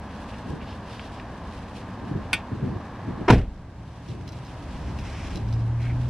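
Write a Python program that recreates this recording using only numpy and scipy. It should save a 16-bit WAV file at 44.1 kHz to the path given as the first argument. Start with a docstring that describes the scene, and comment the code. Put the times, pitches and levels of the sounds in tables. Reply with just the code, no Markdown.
"""Car door slam from inside

Parked on a car park, stereo microphone on the dashboard, a rear door open to distant traffic. Someone
rustles and bumps about at the door, its hardware clicks, then it is slammed: the latch chatters, the
panel hits the frame, the cabin booms. The recorder's gain ducks and creeps back while clothes rustle,
bits of metal clink and an engine outside begins to pull away."""
import sys
import numpy as np
from scipy import signal
from scipy.fft import rfft, irfft, next_fast_len
from scipy.io import wavfile
from scipy.ndimage import uniform_filter1d, minimum_filter1d

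SR = 44100
rng = np.random.default_rng(int(sys.argv[2]) if len(sys.argv) > 2 else 0)


def to_wav(sig):
    """Store sig (one row per channel, or 1-D mono) as 16-bit WAV at the path in sys.argv[1].

    Samples outside -1..1 are clipped; the rate is SR.
    """
    pcm = np.clip(np.atleast_2d(sig), -1, 1) * 32767
    pcm = np.round(pcm).astype(np.int16)
    wavfile.write(sys.argv[1], SR, pcm.T)  # frames by channels


N = 268657
T = np.arange(N) / SR
RING_T = T[:SR]  # the second that follows a blow

# the latch rides over the striker and locks: start_s, level_db, grit_cutoff_hz
LATCH_STRIKES = [(3.2782, -21, 1200), (3.2809, -12.5, 2390), (3.284, -8, 1800), (3.2868, -18, 1800),
                 (3.2934, -5.5, 2400), (3.3002, 0, 5000), (3.3044, 0.5, 8500)]
# low rumble of the exhaust and of the shuddering body: frequency_hz, density_db
RUMBLE_SPECTRUM = [(20, -20), (45, -3), (70, 2), (95, -5.5), (140, -18), (250, -15), (400, -33.5),
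                   (1000, -52), (8000, -110)]
# soft contact with seat and bodywork: frequency_hz, density_db
PADDING_SPECTRUM = [(30, -16), (70, -1.5), (115, 3.5), (250, -2.5), (380, -9.5), (550, -23), (1500, -66),
                    (8000, -110)]


def door_slam():
    """The latch chatters until the seal muffles it; the panel lands and rebounds, pumping the cabin air."""
    # ringing of latch, door skin and cabin air: pitch_hz, level_db, t60_s
    latch_modes = [(399, 2, .07), (470, -1.5, .059), (660, -6.5, 0.066), (845, -2.5, .06), (956, -0.5, .05),
                   (1042, -6.5, 0.08), (1210, -20, 0.051), (1480, -15.5, .09), (1791, -11, .1),
                   (2440, -14, .083), (2827, -20, 0.1), (4070, -29, .09), (5270, -23, 0.076)]
    skin_modes = [(229, 0.5, 0.054), (290, 3, .045), (326, -12, 0.16), (400, -3.5, .04), (551, -13, 0.058),
                  (645, -3, 0.034), (753, -29, .047)]
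    cabin_modes = [(26.7, -15, 0.63), (48.7, -7.5, 0.46), (63.3, -4.5, .28), (87.2, -9.5, 0.26),
                   (116, 1, 0.23), (149.7, -11.5, 0.27), (194, -10, 0.25), (253.2, -7.5, 0.16)]
    # noise of the struck parts: frequency_hz, density_db
    latch_spectrum = [(200, -24), (400, -8), (600, -8), (950, 3), (1450, -6), (2500, -7.5), (4000, -15.5),
                      (4600, -22), (5300, -18), (7000, -24), (10300, -26), (15000, -33)]
    panel_spectrum = [(60, -17), (270, 9.5), (450, 5.5), (780, -1.5), (1300, -12), (2600, -11.5),
                      (4000, -18.5), (5300, -25), (7500, -21), (10300, -18), (12000, -25), (15000, -26)]
    fittings_spectrum = [(400, -10), (800, -10), (1700, 3), (2700, -3.5), (4000, -13), (5300, -10.5),
                         (7000, -24), (10300, -21), (15000, -31)]
    # the door touches its seal, lands and rebounds: start_s, panel_db, boom_db, clap_cutoff_hz
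    landings = [(3.2935, -9, -19, 3000), (3.3008, 8, 4, 4500), (3.3321, -0.5, -9, 2500),
                (3.359, -19, -12, 2000)]
    rattles = [(3.324, -18), (3.334, -22), (3.343, -24.5), (3.381, -30), (3.387, -36), (3.413, -41)]  # loose fittings inside the door: start_s, level_db
    latch, body = np.zeros((2, 2, N))
    catch = undb(-3) * push(latch_modes)
    skin = undb(-2.5) * push(skin_modes)
    boom = contact(0.021) * push(cabin_modes)
    for s, db, cutoff_hz in LATCH_STRIKES:
        grit = undb(-4.5) * dull(crack(latch_spectrum, t60=0.054, tail_db=-16, tail_t60=0.19), cutoff_hz)
        add(latch, s, undb(db) * contact(0.0067) * (catch + grit))
    for s, panel_db, boom_db, cutoff_hz in landings:
        clap = undb(-9) * dull(crack(panel_spectrum, t60=0.018, tail_db=-8.5, tail_t60=0.3), cutoff_hz)
        panel = undb(panel_db) * contact(0.0049) * (skin + clap)
        rumble = noise(RUMBLE_SPECTRUM, size=len(RING_T), apart_db=-10)
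        shudder = undb(-15.5) * contact(0.033) * fade(0.5) * rumble
        add(body, s, panel + undb(boom_db) * (boom + shudder))
    for s, db in rattles:
        rattle = crack(fittings_spectrum, t60=0.051, tail_db=-14.5, tail_t60=0.088)
        add(body, s, undb(db) * contact(0.0026) * rattle)
    seal = undb(-7.5 * rise(start_s=3.307, length_s=0.008))  # the rubber closes on the latch's ringing
    return latch * seal + body


def door_click():
    """A sprung metal part in the open door snaps over and bounces."""
    snaps = [(2.3303, -15.5), (2.3317, -19), (2.3355, -24), (2.3405, -25.5), (2.3447, -30)]  # the snap and its bounces: start_s, level_db
    snap_spectrum = [(300, -40), (850, -5.5), (1450, -2.5), (1800, -9), (2400, 10.5), (2900, -1.5),
                     (3450, 2.5), (4000, -10), (4600, -8), (6800, -17), (9800, -16), (11200, -16),
                     (12500, -23), (14500, -17), (15400, -3), (16500, -40)]  # noise of the impact: frequency_hz, density_db
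    hardware_modes = [(822, -19, .34), (1194, -17, .069), (1483, -4.5, .05), (1836, -21, .19),
                      (2274, -9, 0.11), (2370, -1, 0.055), (2490, -6, .08), (2700, -10, 0.14),
                      (3310, -6, .05), (3540, -11, 0.076), (4550, -13, .05), (6265, -24, 0.06),
                      (8240, -15, 0.053), (9760, -2.5, 0.015), (10700, -9, .04)]  # ringing metal: pitch_hz, level_db, t60_s
    out = np.zeros((2, N))
    for s, db in snaps:
        snap = crack(snap_spectrum, t60=0.026, tail_db=-12, tail_t60=0.16)
        ringing = undb(-2.5) * ring(hardware_modes, scatter_db=0)
        add(out, s, undb(db) * contact(0.0015) * (snap + ringing))
    return out


def rustling():
    """At the rear door, cloth, a bag and a shuffling body slide in tiny catches."""
    # sliding movements: middle_s, level_db, width_s
    cloth_strokes = [(.26, -53.5, 0.27), (0.486, -49.5, 0.042), (0.73, -54, 0.13), (0.92, -51, 0.085),
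                     (1.02, -52, 0.14), (1.16, -55, 0.082), (1.6, -55.5, 0.25), (1.774, -49.5, 0.051),
                     (3.912, -56.5, 0.14), (4.1, -49, 0.066), (4.52, -53, 0.51), (5.18, -52.5, 0.34),
                     (5.324, -46.5, 0.065), (5.544, -56, 0.095), (5.858, -52.5, 0.08), (6.053, -54, 0.22)]
    bag_swishes = [(.7, -51, 0.055), (.94, -53.5, .1), (1.04, -53, 0.06), (1.17, -55, 0.055)]  # a slick bag going past
    sleeve_brushes = [(4.87, -53.5, 0.091), (5.19, -45.5, 0.2)]  # along the outside of the door
    shuffles = [(.53, -32.5, .075), (2.06, -34.5, 0.075), (2.17, -33, 0.095), (2.67, -33, 0.13),
                (3.11, -36, 0.1), (3.2, -34, 0.042)]  # against seat and bodywork
    # friction noise of each material: frequency_hz, density_db
    cloth_spectrum = [(500, 6), (1400, -14.5), (2600, 3.5), (3800, -1.5), (5400, -6.5), (7000, -12),
                      (10200, -9.5), (11500, -21.5), (15000, -19), (17000, -30)]
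    bag_spectrum = [(1000, -25), (2800, 6.5), (4000, 0), (5100, 0), (6500, -21), (10200, -29), (15000, -25)]
    sleeve_spectrum = [(400, -12), (950, -1), (1250, -1), (1500, -2), (1850, -2), (2400, -1.5), (3400, -8),
                       (4500, -17), (5300, -7), (7000, -17), (10000, -23), (13000, -45)]
    cloth_motion = np.hypot(strokes(cloth_strokes), undb(-59))  # cloth never quite rests
    cloth = noise(cloth_spectrum, apart_db=-2.5) * cloth_motion * undb(2 * walk(45) + 1.8 * walk(600))
    bag = noise(bag_spectrum, apart_db=-18) * strokes(bag_swishes) * undb(2.3 * walk(330))
    sleeve = noise(sleeve_spectrum, apart_db=-8) * strokes(sleeve_brushes) * undb(1.7 * walk(80))
    seat = noise(PADDING_SPECTRUM, apart_db=13.5) * strokes(shuffles) * undb(2.6 * walk(70))
    return cloth + bag + sleeve + seat


def knocks_and_bumps():
    """Sharp knocks on plastic trim, and padded bumps that thud through the bodywork."""
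    # blows on the trim and on the padding: start_s, level_db, t60_s
    trim_knocks = [(.994, -31, 0.025), (1.197, -32.5, 0.02), (4.987, -35, 0.019)]
    soft_bumps = [(.499, -29, .25), (.525, -25, 0.11), (0.616, -28.5, 0.12), (2.11, -20.5, 0.098),
                  (2.148, -23, 0.19), (2.335, -26, 0.11), (2.514, -23, 0.19), (2.623, -21.5, 0.23),
                  (2.652, -25.5, 0.27), (2.722, -28, .1), (2.755, -21.5, 0.088), (3.072, -23.5, 0.28),
                  (3.208, -20.5, 0.11), (4.08, -31, 1), (5.35, -31, 0.45)]
    trim_spectrum = [(700, -28), (1500, -3), (2250, 3), (2700, 1), (3200, -4), (4700, -24), (9000, -37),
                     (15000, -40)]  # struck plastic: frequency_hz, density_db
    out = np.zeros((2, N))
    for s, db, t60 in trim_knocks:
        add(out, s, undb(db) * contact(0.0042) * crack(trim_spectrum, t60, tail_db=-30, tail_t60=0.1))
    for s, db, t60 in soft_bumps:
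        thud = noise(PADDING_SPECTRUM, size=len(RING_T), apart_db=15.5)
        add(out, s, undb(db) * contact(0.018) * fade(t60) * thud)
    return out


def clinks():
    """A bit of metal ticks and bounces once, ringing only briefly."""
    touches = [(3.56, -54, 5000), (4.085, -42, 3500), (4.277, -36.5, 5000), (4.321, -40.5, 3500),
               (4.449, -45.5, 4960), (4.46, -49, 4500), (4.987, -42, 5900), (5.357, -36.5, 3900),
               (5.481, -49, 5100), (5.526, -42, 5020), (5.593, -51, 3970), (5.817, -46, 4040)]  # light touches: start_s, level_db, favoured_hz
    trinket_modes = [(2760, -1, 0.083), (3320, -8, .06), (3940, 1, 0.064), (4100, -5, .06),
                     (5070, -3.5, 0.073), (5300, -3, 0.059), (5950, -6, 0.065), (7300, -15, .03)]  # ringing metal: pitch_hz, level_db, t60_s
    tick_spectrum = [(500, -6), (1400, -9), (2800, 3), (5400, 5), (7500, -7), (10500, -6), (15000, -2)]  # metal meeting metal: frequency_hz, density_db
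    pitch_spread, fall_db_per_octave = 0.012, 13.5  # modes weaken away from the favoured pitch
    out = np.zeros((2, N))
    for (s, db, favoured_hz), (detune, delay) in zip(touches, rng.standard_normal((len(touches), 2))):
        tuning = 1 + pitch_spread * detune
        modes = [(hz * tuning, mode_db - fall_db_per_octave * abs(np.log2(hz / favoured_hz)), t60)
                 for hz, mode_db, t60 in trinket_modes]
        bounce_s = 0.0088 * np.exp(0.34 * delay)
        for after_s, touch_db in (0, 0), (bounce_s, -1.5):
            ringing = undb(-5.5) * ring(modes, scatter_db=1)
            tick = undb(1) * crack(tick_spectrum, t60=0.015, tail_db=-15, tail_t60=0.08)
            add(out, s + after_s, undb(db + touch_db) * contact(0.0028) * (ringing + tick))
    return out


def rubs():
    """Skin and cloth stick and slip on trim, exciting one broad resonance."""
    squeaks = [(0.058, -53.5, 0.094, 2400), (0.275, -52, 0.1, 2620), (0.598, -46.5, 0.051, 2680),
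               (4.95, -52.5, 0.41, 2300), (5.78, -48, 0.17, 2200)]  # faint squeaks: start_s, level_db, length_s, pitch_hz
    resonance = [(.35, -34), (.68, -6.5), (.88, -5.5), (1, -1), (1.12, -8), (1.6, -21), (2.5, -34),
                 (6, -47)]  # colour of a squeak: pitch_ratio, density_db
    out = np.zeros((2, N))
    grip = undb(2 * walk(60) + 2.1 * walk(400))
    for s, db, length_s, pitch_hz in squeaks:
        swell = np.sin(np.pi * np.clip(RING_T / length_s, 0, 1))
        spectrum = [(ratio * pitch_hz, density_db) for ratio, density_db in resonance]
        add(out, s, undb(db) * swell * noise(spectrum, size=len(RING_T), apart_db=-7))
    return out * grip


def departing_car():
    """Outside, an engine note climbs over an uneven exhaust rumble; tyres swell as the car rolls by."""
    pulls = [(3.45, 1.12, 110.9, 11, -42.5), (5.3, 0.82, 108.8, 18, -25)]  # on the throttle: start_s, length_s, firing_hz, climb_hz_per_s, level_db
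    engine_orders = [(1, -18), (2, -14), (3, 0), (5, -32), (6, -24)]  # partials of the note: shaft_multiple, level_db
    tyre_spectrum = [(250, -16), (500, 2.5), (1000, 5), (1500, -8), (2100, -7.5), (3000, -18),
                     (6000, -39.5), (10000, -45), (13000, -94)]  # rolling noise: frequency_hz, density_db
    throttle_s, release_s, firings_per_turn = 0.26, 0.3, 3
    nearest_s, half_power_s = 4.76, 0.86  # the tyres are 3 dB down this long either side of nearest
    tone = 0
    for s, length_s, firing_hz, climb, level_db in pulls:
        shaft_hz = (firing_hz + climb * (T - s)) / firings_per_turn
        angle = 2 * np.pi * np.cumsum(shaft_hz * (1 + 0.0057 * walk(20))) / SR
        effort = rise(s, throttle_s) * (1 - rise(s + length_s - release_s / 2, release_s))
        note = sum(undb(db + walk(12)) * np.sin(order * angle) for order, db in engine_orders)
        tone += undb(level_db) * effort * note
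    moving_off = rise(start_s=4.52, length_s=0.28)
    exhaust = noise(RUMBLE_SPECTRUM, apart_db=15.5) * moving_off * undb(-34 + 2 * walk(11))
    distance = np.hypot(1, (T - nearest_s) / half_power_s)  # 1 when nearest
    tyres = noise(tyre_spectrum, apart_db=-2) * undb(-45.5) / distance
    return np.sqrt(2) * tone + exhaust + tyres


def car_park():
    """Distant traffic through the open door gives way to the duller air of the shut cabin."""
    # ambience with the door open and shut: frequency_hz, density_db
    open_spectrum = [(13, -42), (22, -14), (36, -7), (59, -0.5), (118, 1), (137, -9), (200, -1), (276, -6),
                     (339, -13.5), (837, -12), (1060, -12), (1400, -22), (1660, -17.5), (2070, -27.5),
                     (3740, -37), (10300, -55.5), (11500, -53), (15000, -57)]
    shut_spectrum = [(13, -67), (22, -29), (53, -1.5), (124, -3.5), (197, -7.5), (224, -13), (262, -9.5),
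                     (487, -23.5), (554, -20.5), (904, -23), (1400, -31.5), (1600, -25.5), (2120, -41),
                     (5230, -49.5), (10300, -56), (11500, -59), (15000, -56)]
    shut = np.clip((T - LATCH_STRIKES[0][0]) / 0.025, 0, 1)
    outside = noise(open_spectrum, apart_db=-3) * undb(-36.5 + 0.5 * walk(4.9))
    inside = noise(shut_spectrum, apart_db=2.5) * undb(-36 + 0.5 * walk(6.6))
    return (1 - shut) * outside + shut * inside


def undb(db):
    """Decibels to gain."""
    return 10 ** (np.asarray(db) / 20)


def walk(rate_hz):
    """Smooth random wander around zero."""
    hold = max(int(SR / rate_hz), 1)
    steps = np.repeat(rng.standard_normal(N // hold + 1), hold)
    return 1.07 * uniform_filter1d(uniform_filter1d(steps, hold), hold)[:N]


def ports(size):
    """The two microphone ports agree in the bass and nearly oppose each other in the top treble."""
    left_lag = [(2500, 0), (4000, .08), (6500, .36), (9000, .66), (10800, .82), (11800, .92)]  # left port behind the right: frequency_hz, lag_half_cycles
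    unshared = [(50, -47), (130, -41), (280, -19), (1000, -15), (2200, -9.5), (4100, -2), (5500, 1.5),
                (6740, -2.5), (8880, -11), (10400, -17), (12000, -31), (15500, -25)]  # sound the ports do not share: frequency_hz, level_db
    bins = np.fft.rfftfreq(size, 1 / SR)
    lag_rad = np.pi * np.interp(bins, *np.transpose(left_lag))
    side_gain = undb(np.interp(bins, *np.transpose(unshared)))
    return lag_rad, side_gain


def noise(spectrum, size=N, apart_db=0):
    """Coloured stereo noise with a mid of rms 1; diffuse sound differs more between the ports."""
    hz, db = np.transpose(spectrum)
    gain = undb(np.interp(np.log(np.fft.rfftfreq(size, 1 / SR) + 1), np.log(hz), db))
    mid, side = gain * np.exp(2j * np.pi * rng.random((2, len(gain))))
    _, side_gain = ports(size)
    mid, side = irfft(mid, size), irfft(side * side_gain, size)
    return (mid + undb(apart_db) * side * np.array([[1], [-1]])) / np.std(mid)


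def fade(t60):
    """Free decay after a blow."""
    return np.exp(-np.log(1000) * RING_T / max(t60, 0.002))


def contact(t60):
    """A blow builds up over its contact time; softer is slower."""
    return (1 - fade(t60)) ** 2


def ring(modes, scatter_db):
    """Damped modes set going by one blow, with random phases and levels spread by scatter_db."""
    phases = 2 * np.pi * rng.random(len(modes))
    offsets_db = scatter_db * rng.standard_normal(len(modes))
    return sum(undb(db + offset_db) * fade(t60) * np.sin(2 * np.pi * hz * RING_T + phase)
               for (hz, db, t60), phase, offset_db in zip(modes, phases, offsets_db))


def push(modes):
    """A broad surface pushed as a whole starts all its modes together."""
    return sum(undb(db) * fade(t60) * np.sin(2 * np.pi * hz * RING_T) for hz, db, t60 in modes)


def crack(spectrum, t60, tail_db, tail_t60):
    """Dense short-lived resonances of a struck part, and their duller echo in the upholstered cabin."""
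    burst = noise(spectrum, size=len(RING_T), apart_db=-6.5)
    return burst * fade(t60) + undb(tail_db) * dull(burst, hz=6500) * fade(tail_t60)


def dull(x, hz):
    """Gently takes off the treble above a frequency."""
    return signal.lfilter(*signal.butter(1, min(hz, 0.45 * SR), fs=SR), x)


def rise(start_s, length_s):
    """A smooth step from 0 to 1."""
    return np.sin(np.pi / 2 * np.clip((T - start_s) / length_s, 0, 1)) ** 2


def strokes(table):
    """Loudness of sliding contact: each stroke speeds up and slows down in a bell shape."""
    return np.sqrt(sum(undb(db) ** 2 * np.exp(-np.log(2) * (2 * (T - middle_s) / width_s) ** 2)
                       for middle_s, db, width_s in table))


def add(out, start_s, sound):
    """Mix a one-second sound in at a time."""
    i = int(start_s * SR)
    out[:, i:i + len(RING_T)] += sound[..., :N - i]


def gain_control(x, limit_db, recover_db_per_s, window_s, attack_s):
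    """Whatever exceeds the limit turns the gain down quickly; it then creeps back at a steady rate."""
    power = uniform_filter1d(np.mean(x ** 2, axis=0), int(window_s * SR))
    excess_db = np.maximum(10 * np.log10(np.abs(power) + 1e-12) - limit_db, 0)
    recovery_db = recover_db_per_s * T
    cut_db = np.maximum.accumulate(excess_db + recovery_db) - recovery_db
    return x * undb(-uniform_filter1d(cut_db, int(attack_s * SR)))


def limiter(x, ceiling, window_s):
    """Eases the gain down around any peak that would overload."""
    width = int(window_s * SR)
    gain = np.minimum(1, ceiling / (np.abs(x).max(axis=0) + 1e-9))
    held = minimum_filter1d(gain, 2 * width)
    return x * uniform_filter1d(uniform_filter1d(held, width), width)


def scene():
    """Everything as it reaches the dashboard; the left port hears the treble just after the right."""
    background = car_park() + departing_car()
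    person = rustling() + knocks_and_bumps() + rubs() + clinks()
    left, right = background + person + door_click() + door_slam()
    lag_rad, _ = ports(N)
    return np.array([irfft(rfft(left) * np.exp(-1j * lag_rad), N), right])


def record(dry):
    """Microphone colour, automatic gain, a peak limiter and a steep cut above 15.7 kHz."""
    port_resonance = [(8500, 0), (11200, 0.5), (12500, 7.5), (14200, -2), (15200, -9)]  # a peak in the top treble: frequency_hz, gain_db
    size = next_fast_len(N)
    colour = undb(np.interp(np.fft.rfftfreq(size, 1 / SR), *np.transpose(port_resonance)))
    heard = irfft(rfft(dry, size) * colour, size)[:, :N]
    ducked = gain_control(heard, limit_db=-8.5, recover_db_per_s=5.5, window_s=0.022, attack_s=0.0068)
    limited = limiter(ducked, ceiling=0.96, window_s=0.0005)
    return signal.sosfilt(signal.ellip(8, 0.2, 70, 15700, fs=SR, output="sos"), limited)


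dry = scene()
out = record(dry)
to_wav(out)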